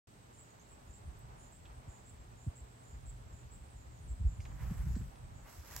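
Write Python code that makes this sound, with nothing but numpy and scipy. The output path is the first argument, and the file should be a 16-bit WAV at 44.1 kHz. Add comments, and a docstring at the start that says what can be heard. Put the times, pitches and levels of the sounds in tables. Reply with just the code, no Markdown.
"""Distant town noise and a faint machine hum hang over a quiet suburban driveway. Small birds trade
very high, trilled calls that echo off house fronts and trees, and an insect scrapes its wings in
buzzing pulses. A breeze tumbles over the microphone in low eddies and grows to a gust. Near the end
come a soft, papery rustle, a fine, high hiss that swells just after it, and a few dry ticks."""
import sys
import numpy as np
from scipy import signal
from scipy.fft import rfft, irfft
from scipy.io import wavfile

SR = 44100
rng = np.random.default_rng(int(sys.argv[2]) if len(sys.argv) > 2 else 0)


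def log_audio(samples):
    """Write samples as a 16-bit WAV file to the path given in sys.argv[1]."""
    # one column per channel
    frames = np.atleast_2d(samples).T
    # limit to full scale, then quantise
    limited = np.clip(frames, -1, 1)
    pcm = np.round(limited * 32767).astype(np.int16)
    wavfile.write(sys.argv[1], SR, pcm)


N = 255780
T, FREQS = np.arange(N) / SR, np.arange(N // 2 + 1) * SR / N + 1e-3
LEFT_RIGHT = np.array([[.5], [-.5]])  # splits a difference evenly between the channels


def undb(db):
    """Decibels to gain."""
    return 10 ** (np.asarray(db) / 20)


def unit(x):
    """Scale to rms 1."""
    return x / np.sqrt(np.mean(x ** 2))


def curve(points):
    """Join (seconds, value) points into an envelope."""
    return np.interp(T, *np.transpose(points))


def over_hz(points):
    """Join (Hz, value) points on a log-frequency axis."""
    hz, value = np.transpose(points)
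    return np.interp(np.log(FREQS), np.log(hz), value)


def colour(x, points):
    """Filter by (Hz, dB) points."""
    return irfft(rfft(x) * undb(over_hz(points)), N)


def bell_filter(x, hz, octaves):
    """Keep one bell-shaped band around hz."""
    return irfft(rfft(x) * np.exp(-.5 * (np.log2(FREQS / hz) / octaves) ** 2), N)


def band(hz, octaves):
    """Noise in one bell-shaped band, rms 1."""
    return unit(bell_filter(rng.standard_normal(N), hz, octaves))


def walk(rate_hz):
    """Smooth random wandering, rms 1."""
    return unit(irfft(rfft(rng.standard_normal(N)) * np.exp(-(FREQS / rate_hz) ** 2), N))


def stereo_noise(likeness):
    """White noise whose two channels agree as the (Hz, correlation) points say."""
    c = np.clip(over_hz(likeness), -1, 1)
    mid, side = rfft(rng.standard_normal((2, N))) * np.sqrt([(1 + c) / 2, (1 - c) / 2])
    return irfft(np.array([mid + side, mid - side]), N)


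def arch(u):
    """A smooth swell while u runs from -1 to 1."""
    return np.where(np.abs(u) < 1, np.cos(np.pi / 2 * u) ** 2, 0)


def yard(x, t60, wet_db):
    """Add scattered stereo echoes from the house fronts and trees."""
    t = T[:SR]
    tails = rng.standard_normal((2, SR)) * undb(-60 * t / t60) * (t > .008)
    tails /= np.sqrt(np.sum(tails ** 2, axis=1, keepdims=True))
    return x + undb(wet_db) * signal.fftconvolve(x[None], tails, axes=1)[:, :N]


def town(flicker_db=1.29):
    """A diffuse bed of distant noise whose tyre roar swells slowly."""
    # Tone of the bed. Each row: frequency in Hz, noise density in dB.
    spectrum = [(24, -112), (50, -82.5), (110, -84.5), (200, -89.5), (450, -94.5), (880, -92.5),
                (1400, -99.3), (2500, -105), (5200, -111), (7000, -111), (8700, -110), (9600, -127),
                (11300, -118), (15500, -119)]
    # Its stereo width. 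Each row: frequency in Hz, left-right correlation.
    likeness = [(100, 0.67), (260, 0.75), (500, -0.2), (1000, -0.58), (1600, -0.31), (2500, 0.2),
                (6500, -0.14), (8800, 1), (10500, 1)]
    # Swell of the tyre roar. Each row: time in seconds, gain in dB.
    swell = [(0, -2), (.27, -1.5), (.43, 1.5), (.6, 0), (1.15, 1), (1.35, 3.5), (1.47, 2), (1.58, -3),
             (1.75, 4), (1.92, 1), (2.1, 0), (3.0, 0.3), (4.1, -0.4), (4.4, 1), (5.2, 2), (5.8, 1)]
    air = colour(stereo_noise(likeness), spectrum) * np.sqrt(SR / 2)
    tyres = bell_filter(air, hz=900, octaves=1.0)
    tyre_gain = undb(curve(swell) + flicker_db * walk(21))
    return air + tyres * (tyre_gain - 1)


def machine_hum(waver_db=3.5, drift_radians=0.28):
    """A faint machine drone: low partials, each wavering in level and phase."""
    # Each row: frequency in Hz, rms level in dB.
    partials = [(120, -68), (240, -79.5), (422, -84.5), (591, -87)]
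    return sum(np.sqrt(2) * undb(db + waver_db * walk(0.42))
               * np.sin(2 * np.pi * hz * T + drift_radians * walk(0.9)) for hz, db in partials)


def far_twitter(db=-76, patchy_db=4):
    """The farthest birds blur into patches of thin high noise that come and go."""
    patches = sum(undb(patchy_db * walk(11)) * band(hz, octaves=0.031) for hz in (7750, 8100, 8400))
    return yard(undb(db) * unit(patches), t60=0.17, wet_db=-4.5)


def insect(stroke_s=0.12, wing_hz=8780):
    """A raspy wing resonance, scraped about three times a second."""
    # Wing strokes. Each row: centre in seconds, level in dB.
    strokes = [(.36, -71.5), (.71, -75), (.86, -76), (1.07, -73), (1.41, -69.5), (1.77, -75), (2.12, -73),
               (2.48, -74), (2.82, -75), (3.04, -75), (3.19, -75), (3.56, -76), (3.68, -71), (4.05, -71),
               (4.4, -72), (4.79, -72), (5.17, -72)]
    scrape = sum(undb(db) * arch(2 * (T - s) / stroke_s) ** .5 for s, db in strokes)
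    return yard(scrape * band(wing_hz, octaves=0.04), t60=0.35, wet_db=-8.0)


def sing(notes, shape, trill_hz=116, waver_hz=70, scatter_hz=40.2, rasp=0.62, octave_db=-18):
    """Thin arched notes with a faint octave; a fast, uneven trill shakes their pitch and level."""
    out = np.zeros(N)
    length, hz, rise_hz, arch_hz, depth_hz, throb = shape
    trill = np.sin(2 * np.pi * np.cumsum(trill_hz * (1 + 0.0854 * walk(33.7))) / SR)
    pressure = (1 + throb * trill) * (1 + rasp * walk(690))
    waver = waver_hz * walk(400)
    for start, db in notes:
        on = (T > start) & (T < start + length)
        u = 2 * (T[on] - start) / length - 1
        contour = hz + scatter_hz * rng.standard_normal() + rise_hz * u / 2 - arch_hz * u ** 2
        phase = 2 * np.pi * np.cumsum(contour + depth_hz * trill[on] + waver[on]) / SR
        tone = np.sin(phase) + undb(octave_db) * np.sin(2 * phase)
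        out[on] += undb(db) * arch(u) ** 0.036 * pressure[on] * tone
    return out


def birds(near_db=-1, middle_db=-1.5, far_db=-1, peep_db=-76.5):
    """One bird chips close by, fairly dry; the others call from farther off, blurred by the yard."""
    # The calls. Each row: start in seconds, relative level in dB.
    chips = [(.385, -63), (.69, -65.5), (.93, -63.5), (1.519, -63), (2.056, -60), (2.555, -61.5),
             (3.058, -60), (3.511, -61), (4.076, -61), (4.95, -63.5), (5.365, -73)]  # short and arched
    whistles = [(.33, -67.5), (.872, -68), (1.395, -67), (1.882, -65.5), (2.37, -68), (2.835, -67.5),
                (3.325, -69), (3.758, -70), (4.27, -67.5)]  # thin and level
    slurs = [(.595, -67), (1.135, -75)]  # quick and upward
    sighs = [(.44, -74.5), (1.38, -73), (1.89, -73), (2.37, -77), (2.86, -75), (3.38, -81), (3.91, -75),
             (4.41, -73), (4.88, -71), (5.33, -74.5)]  # soft and falling
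    peeps = [(s, peep_db) for s in (1.59, 2.17, 2.671, 2.89, 3.25, 3.57, 3.86, 4.17, 4.47, 4.77)]
    # Each note shape: length in seconds; pitch, rise, arch and trill depth in Hz; throb from 0 to 1.
    chip_note = (.054, 7700, 30, 200, 50, .45)
    whistle_note = (.092, 7200, 74, 60, 45, .25)
    slur_note = (.036, 7100, 1150, 330, 190, .3)
    sigh_note = (.09, 6900, -180, 40, 170, .5)
    peep_note = (.07, 7580, 0, 20, 25, .3)
    near = yard(sing(chips, chip_note), t60=0.26, wet_db=-4.5)
    middle = yard(sing(whistles, whistle_note) + sing(slurs, slur_note), t60=.35, wet_db=-2)
    far = yard(sing(sighs, sigh_note) + sing(peeps, peep_note), t60=0.39, wet_db=2)
    return undb(near_db) * near + undb(middle_db) * middle + undb(far_db) * far


def swell_envelope(start, length, sag_db_per_s=0, attack_s=0.087, release_s=0.13):
    """One swell rises, holds or sags, then dies away."""
    t = T - start
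    attack = np.clip(t / attack_s, 0, 1) ** 2
    sag = undb(-sag_db_per_s * np.maximum(t - attack_s, 0))
    return attack * sag * np.exp(-np.maximum(t - length, 0) / release_s)


def rustle_and_hiss(grain_db=0.5, surge_db=1.0, hiss_flicker_db=3, hiss_lag_s=0.033):
    """A soft, papery rustle; a fine, high hiss swells just after it."""
    # Tone of the two layers. Each row: frequency in Hz, gain in dB.
    rustle_eq = [(200, -15), (600, 3), (1000, 5.5), (1800, 3.5), (3000, -7), (4500, -27), (9000, -15)]
    hiss_eq = [(1500, -17), (3500, 3.5), (5200, 12), (7000, 10.5), (8600, 6), (9900, -7), (11300, 13),
               (13500, 3.5), (15300, 9.5)]
    # Stereo width. Each row: frequency in Hz, left-right correlation.
    likeness = [(250, 0.62), (700, 0.76), (2000, 0.99), (4000, 0.17), (6000, -0.3), (8800, 1), (10500, .99)]
    # Each row: start and length in seconds, rustle and hiss levels in dB.
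    swells = [(4.297, 0.4, -75.5, -79), (4.511, 0.46, -60.5, -68.5), (5.379, 0.15, -62.5, -62),
              (5.556, 0.14, -69.5, -63.5), (5.634, .2, -58.5, -55.5)]
    grainy = stereo_noise(likeness) * undb(grain_db * walk(390) + surge_db * walk(32))
    rustle = unit(colour(grainy, rustle_eq))
    hiss = unit(colour(grainy * undb(hiss_flicker_db * walk(890)), hiss_eq))
    return sum(undb(rustle_db) * rustle * swell_envelope(start, length, sag_db_per_s=20.5)
               + undb(hiss_db) * hiss * swell_envelope(start + hiss_lag_s, length)
               for start, length, rustle_db, hiss_db in swells)


def ticks():
    """Tiny dry cracks that die quickly; they reach the left microphone port just after the right."""
    # Each row: start in seconds, level in dB, band centre in Hz, width in octaves, decay in seconds.
    cracks = [(1.189, -63, 13100, 0.28, .004), (1.655, -59, 2900, 0.36, 0.0094),
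              (4.403, -55, 2290, 0.45, 0.0047), (4.404, -65, 5530, 0.35, 0.031),
              (4.453, -54.5, 2100, 0.75, 0.0073), (4.516, -60.5, 1300, 0.55, 0.016),
              (4.93, -66, 5100, 0.14, .006), (4.953, -53, 1660, 0.24, 0.0056),
              (4.954, -63, 4470, 0.36, 0.018), (5.014, -62, 1730, 0.64, 0.0095),
              (5.156, -60.5, 2300, 0.83, .005), (5.6, -57, 5270, 0.092, 0.0028),
              (5.764, -32, 11900, 0.23, 0.00062), (5.7644, -33, 6500, 0.32, 0.00076),
              (5.7642, -42, 3700, 0.25, 0.00044), (5.765, -34.5, 6600, 0.15, 0.0006),
              (5.7649, -41.5, 1190, 0.61, 0.0011)]
    bursts = sum(undb(db) * band(hz, octaves) * (T >= start) * np.exp(-np.abs(T - start) / decay)
                 for start, db, hz, octaves, decay in cracks)
    left, right = yard(bursts, t60=0.11, wet_db=-9.5)
    return np.array([np.roll(left, shift=1), right])


def wind(likeness=0.79, turbulence_db=2.5, eddy_swings=4.153, skew_radians=0.41, steepen=0.093):
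    """Low buffeting, and eddies: short pressure swings that slow as they leave the microphone ports."""
    # Tone of the buffeting. Each row: frequency in Hz, gain in dB.
    buffet_eq = [(18, -42), (34, -3), (55, 3.5), (85, -1), (135, -5), (210, -21.5), (310, -32),
                 (400, -41.5), (900, -81)]
    # Strength of the breeze. Each row: time in seconds, level in dB.
    breeze = [(0, -86), (.6, -71.5), (1.08, -51), (1.3, -55), (1.55, -60.5), (1.8, -55), (2.0, -65),
              (2.2, -53.5), (2.4, -62.5), (2.8, -68), (2.98, -49), (3.4, -56), (3.57, -50.5), (3.7, -56),
              (3.97, -55), (4.08, -49), (4.55, -45), (4.72, -39.5), (4.765, -45), (4.81, -38), (4.9, -36),
              (5.02, -43), (5.17, -57), (5.32, -45), (5.48, -63.5), (5.8, -52)]
    # Strongest eddies. Each row: centre in seconds, pitch there in Hz, fall in octaves, level in dB.
    eddies = [(1.09, 71.5, 1.6, -41), (1.892, 83, 3.2, -42), (2.483, 93.4, 2.63, -29.5),
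              (2.631, 65, 0.68, -44), (2.953, 63, 1, -43), (3.086, 58.4, 0.62, -42), (3.271, 76, 0.66, -45),
              (3.556, 70.6, 0.72, -56), (3.882, 61, 0.85, -46), (4.124, 58.7, 0.14, -31),
              (4.22, 71, 2.1, -30), (4.269, 60.7, 1.73, -22), (4.402, 88, 1.1, -35),
              (4.617, 60, 0.44, -38.5), (4.645, 127, 0.88, -38.5), (4.719, 165.4, 1.3, -31),
              (4.811, 56, 0.2, -32.5), (4.845, 115, 0.4, -36.5), (4.873, 140, 0.74, -32),
              (4.903, 61, 0.76, -30), (4.95, 54, 0.38, -34), (4.972, 185, 1.65, -31.5),
              (5.018, 162, 2.3, -39), (5.599, 74, 0.98, -41.5)]
    buffet = unit(colour(stereo_noise([(100, likeness)]), buffet_eq))
    out = buffet * undb(curve(breeze) + turbulence_db * walk(15))
    for centre, hz, fall, db in eddies:
        length = eddy_swings / hz
        on = np.abs(T - centre) < length / 2
        u = (T[on] - centre) / (length / 2)
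        phase = 2 * np.pi * (np.cumsum(hz * 2 ** (-fall * u / 2)) / SR + rng.random())
        # each port meets the eddy at a slightly different moment
        phase = phase + skew_radians * LEFT_RIGHT
        # the leading side of an eddy is steeper than a sine
        swing = np.sin(phase) + steepen * (1 - u) / 2 * fall * np.sin(2 * phase)
        out[:, on] += undb(db) * arch(u) ** 0.82 * swing
    return out


def scene():
    """Everything heard from the driveway."""
    return town() + machine_hum() + wind() + birds() + far_twitter() + insect() + rustle_and_hiss() + ticks()


def record(dry):
    """The microphone ports tip the treble to the right; up high the two channels carry one sound slightly apart
    in time; a steep top cut."""
    # Balance of the ports. Each row: frequency in Hz, left minus right in dB.
    balance = [(300, -0.9), (900, -0.2), (1700, -2.5), (2600, 0), (4000, -3.5), (5300, -5), (6600, -7.5),
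               (7700, -4), (8700, 0), (11000, 0)]
    lag_from_hz, lag_s = 7000, .0002
    silent_until_s, top_hz = .072, 15800
    tilt = undb(over_hz(balance) * LEFT_RIGHT)
    lag = np.exp(2j * np.pi * np.maximum(FREQS - lag_from_hz, 0) * lag_s * LEFT_RIGHT)
    sound = irfft(rfft(dry) * tilt * lag, N) * (T > silent_until_s)
    return signal.sosfilt(signal.ellip(10, .2, 80, top_hz, fs=SR, output="sos"), sound)


dry = scene()
out = record(dry)
log_audio(out)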